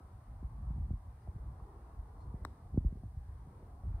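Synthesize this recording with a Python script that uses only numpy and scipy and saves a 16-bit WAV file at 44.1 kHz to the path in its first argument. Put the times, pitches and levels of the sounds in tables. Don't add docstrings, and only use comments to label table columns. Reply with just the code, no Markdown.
import sys
import numpy as np
from scipy import signal
from scipy.fft import rfft, irfft, next_fast_len
from scipy.io import wavfile
from scipy.ndimage import uniform_filter1d, map_coordinates

SR = 44100
rng = np.random.default_rng(int(sys.argv[2]) if len(sys.argv) > 2 else 0)


def dump_mix(stems):
    frames = np.atleast_2d(stems).T
    limited = np.clip(frames, -1, 1)
    pcm = np.round(limited * 32767).astype(np.int16)
    wavfile.write(sys.argv[1], SR, pcm)


N = 176400

# f/Hz, T60/s, relative level/dB, left minus right/dB
PUTT_MODES = [(3910, 0.016, -21.5, 11), (4300, 0.0052, -23.5, 6), (5280, 0.0078, -28, 14),
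              (6350, .005, -32, -13), (7860, 0.0084, -26, 3.5), (8500, 0.0047, -28.5, 2.5),
              (11200, 0.0042, -44.5, 0), (12550, .003, -38, -10.5), (14250, 0.0057, -29.5, 2)]
# f/Hz, relative level/dB
CONTACT_SPECTRUM = [(100, -16), (280, -5), (500, -13), (750, -8.5), (1150, 1.5), (1500, -9), (1850, -10),
                    (2150, -19), (2500, -37), (3300, -47), (8000, -87)]
# f/Hz, left minus right/dB
CONTACT_PAN = [(500, 18), (1150, 3), (1700, 12), (2600, 6.5)]
# f/Hz, relative level/dB
ECHO_SPECTRUM = [(300, -22), (1100, 3), (1900, 1.5), (2700, -13), (3400, -11), (3800, -0.5), (4400, -9.5),
                 (5400, -8.5), (6800, -17), (7800, -7), (9000, -12.5), (14000, -26)]
# t/s, pulse level/dB, corner f/Hz
BUMPS = [(.426, -35.5, 271), (.439, -29, 72.6), (.622, -34, 99), (.668, -30.5, 75), (.703, -28.5, 154),
         (0.759, -29, 119), (0.779, -32, 170), (0.824, -38, 101), (0.905, -26.5, 185), (.93, -26.5, 110),
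         (1.279, -31, 97), (1.356, -33, 137), (1.615, -37, 80), (1.983, -33, 60), (2.339, -30, 188),
         (2.414, -33, 70), (2.727, -36, 100), (2.742, -31, 260), (2.757, -32.5, 200), (2.774, -14.5, 278),
         (2.805, -38, 200), (2.8455, -28, 229), (2.851, -19, 60), (2.923, -32, 213), (2.953, -36.5, 194),
         (3.034, -35, 202), (3.052, -35, 89), (3.166, -31, 85), (3.47, -42, 174), (3.626, -45.5, 218),
         (3.937, -27.5, 70)]
# t/s, level before low-pass/dB, f/Hz
GRIP_TICKS = [(.903, -50.5, 746), (1.273, -46.5, 695), (1.599, -48.5, 1090), (1.622, -56, 930),
              (2.057, -53, 890), (2.842, -53.5, 790), (2.969, -48, 400), (3.033, -48.5, 712),
              (3.468, -58, 755), (3.626, -53, 554), (3.834, -52, 685)]
# t/s, relative level/dB
WIND_LEVEL = [(0, -48.5), (.1, -50.5), (.5, -46), (.62, -39.5), (.93, -40), (1.06, -52.5), (1.3, -48.5),
              (1.42, -42), (1.5, -49), (1.8, -53), (2.3, -48), (2.57, -54), (2.8, -42.5), (3.1, -50),
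              (3.35, -45.5), (3.62, -55.5), (3.83, -40), (4, -46)]
# f/Hz, relative level/dB
WIND_SPECTRUM = [(18, -36), (26, -18.5), (38, -3.5), (60, 4), (100, -3.5), (160, -15), (250, -25.5),
                 (400, -39.5), (800, -59), (2000, -100)]
# t/s, duration/s, f/Hz, tone level/dB
PEEPS = [(1.205, 0.047, 4900, -88), (2.169, 0.1, 4230, -84)]
# f/Hz, relative level/dB
PEEP_AIR = [(2500, -27), (4200, 2), (6200, -4), (8500, -8), (11000, -30)]
# t/s, then relative level/dB of low, middle and treble
HUSH_LEVELS = [(0, -72.5, -66, -81), (.25, -76.5, -66, -78.5), (.45, -78.5, -66.5, -80),
               (.85, -75.5, -67, -80), (1.02, -78, -69.5, -80), (1.2, -76.5, -69, -77.5),
               (1.38, -71, -66.5, -79.5), (1.62, -69, -65, -78.5), (1.9, -68.5, -65.5, -77.5),
               (2.1, -72.5, -65.5, -81), (2.35, -67, -67, -80.5), (2.55, -67, -66.5, -78.5),
               (2.72, -75, -67.5, -80.5), (2.9, -72.5, -71, -81.5), (3.12, -77, -71, -82),
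               (3.25, -77.5, -70, -77), (3.6, -66.5, -67, -78.5), (3.75, -70, -68, -82.5),
               (4, -71.5, -63.5, -74.5)]
# f/Hz, relative level/dB
HUSH_LOW = [(30, -12), (200, -2.5), (310, 0), (450, -2), (560, -7.5), (750, -9), (1100, -29.5),
            (3000, -62.5)]
HUSH_MIDDLE = [(30, -28), (400, -20), (560, -6), (770, 2.5), (900, -.5), (1080, 0.5), (1300, -7.5),
               (1550, -18.5), (2000, -35.5), (5000, -66)]
HUSH_TREBLE = [(800, -40), (1300, -5.5), (1550, -0.5), (2000, -4.5), (2300, -11), (2700, -17), (5000, -26),
               (15000, -63.5)]
# f/Hz, relative level/dB
HISS_SPECTRUM = [(100, -15.5), (2500, -0.5), (4500, 3.5), (6500, -0.5), (7600, -1.5), (9000, 5),
                 (10500, 4.5), (11600, -10), (13000, 2.5), (15000, -8)]
# f/Hz, left-right correlation/1
HUSH_CORRELATION = [(350, 1), (550, 0.57), (800, 0.055), (1100, -0.16), (2000, 0.3), (8000, .3)]
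HISS_CORRELATION = [(2500, -0.08), (7000, -0.36), (9300, .8), (11500, -0.93), (14000, .8)]

PUTT_S = 2.4503
SIDES = np.array([[.5], [-.5]])


def putt(contact_db=-27, ring_db=-24, radiation_hz=3550, left_lead_s=0.000098):
    f = np.fft.rfftfreq(N, 1 / SR)
    colour = amp(along(CONTACT_SPECTRUM, f))
    balance = amp(SIDES * along(CONTACT_PAN, f))
    contact = irfft(colour * balance * np.exp(-2j * np.pi * f * PUTT_S), N) / colour.mean()
    modes = sum(amp(db + SIDES * pan) * ring(PUTT_S, hz, t60) for hz, t60, db, pan in PUTT_MODES)
    radiated = filtered(modes, lambda hz: 1 - lowpass(hz, radiation_hz, 8))
    click = amp(contact_db) * contact + amp(ring_db) * radiated
    return filtered(click, lambda hz: np.exp(2j * np.pi * np.minimum(hz, 8800) * left_lead_s * SIDES))


def tree_echo(start_db=-73.5, t60=.55):
    t = since(PUTT_S)
    return stereo_noise(ECHO_SPECTRUM, [(1000, 0.0012)]) * amp(start_db - 60 * t / t60) * (t > 0)


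def bump(s, corner_hz, bass_limit_hz=42):
    hz = np.fft.rfftfreq(N, 1 / SR)
    band = (1 - lowpass(hz, bass_limit_hz, 5)) * np.sqrt(lowpass(hz, corner_hz, 6.6))
    gain = band / (1 + hz / bass_limit_hz) ** 0.55
    return irfft(gain * np.exp(-2j * np.pi * hz * s), N) / gain.mean()


def handling():
    bumps = sum(amp(db) * bump(s, hz) for s, db, hz in BUMPS)
    ticks = sum(amp(db) * ring(s, hz, t60=0.023) for s, db, hz in GRIP_TICKS)
    return bumps + filtered(ticks, lambda hz: lowpass(hz, 1400, 6))


def wind(gain_db=-1, flutter_db=2.5):
    rumble = unit(filtered(rng.standard_normal(N), lambda hz: amp(along(WIND_SPECTRUM, hz))))
    return rumble * amp(curve(WIND_LEVEL) + gain_db + flutter_db * wobble(14))


def bird(air_db=-1.5):
    air = amp(air_db) * stereo_noise(PEEP_AIR, [(1000, .5)])
    peeps = np.zeros((2, N))
    for s, length, hz, db in PEEPS:
        t = since(s)
        swell = np.sin(np.pi * np.minimum(t / length, 1)) ** 2
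        tone = np.sin(2 * np.pi * hz * t + .8 * wobble(120))
        peeps += amp(db) * swell * (tone + air)
    return peeps


def hush():
    s, low_db, middle_db, treble_db = np.transpose(HUSH_LEVELS)

    def band(spectrum, db, pan_db):
        noise = stereo_noise(spectrum, HUSH_CORRELATION)
        return noise * amp(curve(np.c_[s, db]) + .7 * wobble(11) + SIDES * pan_db)

    low = band(HUSH_LOW, low_db + 3.5, pan_db=0)
    middle = band(HUSH_MIDDLE, middle_db + 1.5, pan_db=1)
    treble = band(HUSH_TREBLE, treble_db - 1.5, pan_db=3)
    return patches(low + middle + treble)


def hiss(level_db=-82):
    return amp(level_db) * stereo_noise(HISS_SPECTRUM, HISS_CORRELATION)


def amp(db):
    return 10 ** (np.asarray(db) / 20)


def unit(x):
    return x / np.sqrt(np.mean(x ** 2) + 1e-20)


def along(points, hz):
    f, v = np.transpose(points)
    return np.interp(np.log(hz + 1), np.log(f + 1), v)


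def curve(rows):
    return np.interp(np.arange(N) / SR, *np.transpose(rows))


def since(s):
    return np.maximum(np.arange(N) / SR - s, 0)


def wobble(rate):
    knots = rng.standard_normal(int(N * rate / SR) + 4)
    return map_coordinates(knots, [np.arange(N) * rate / SR])


def lowpass(hz, corner_hz, order):
    return 1 / (1 + (hz / corner_hz) ** order)


def filtered(x, response):
    size = next_fast_len(N + SR // 2)
    return irfft(rfft(x, size) * response(np.fft.rfftfreq(size, 1 / SR)), size)[..., :N]


def ring(s, hz, t60):
    t = since(s)
    return np.sin(2 * np.pi * hz * t) * np.exp(-np.minimum(np.log(1000) * t / t60, 50))


def stereo_noise(spectrum, correlation):
    def response(hz):
        angle = np.arccos(np.clip(along(correlation, hz), -1, 1)) / 2
        return amp(along(spectrum, hz)) * [np.cos(angle), np.sin(angle)]

    mid, side = filtered(rng.standard_normal((2, N)), response)
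    return unit(np.array([mid + side, mid - side]))


def patches(x, depth_db=2):
    spectra = signal.stft(x, nperseg=2048)[2]
    field = uniform_filter1d(rng.standard_normal(spectra.shape[1:]), size=4, axis=0)
    field = uniform_filter1d(field, size=5, axis=1)
    return signal.istft(spectra * amp(depth_db * unit(field)), nperseg=2048)[1][:, :N]


def scene():
    return putt() + tree_echo() + handling() + wind() + bird() + hush() + hiss()


def record(dry):
    mono_below_hz, top_hz, delay_cycles = 750, 15750, 1.1
    mid = dry.mean(axis=0)
    side = filtered(dry - mid, lambda hz: 1 - lowpass(hz, mono_below_hz, 5))
    dispersion = lambda hz: np.exp(-2j * np.pi * delay_cycles * np.log(hz + 10))
    return filtered(mid + side, lambda hz: dispersion(hz) * (hz < top_hz))


dry = scene()
out = record(dry)
dump_mix(out)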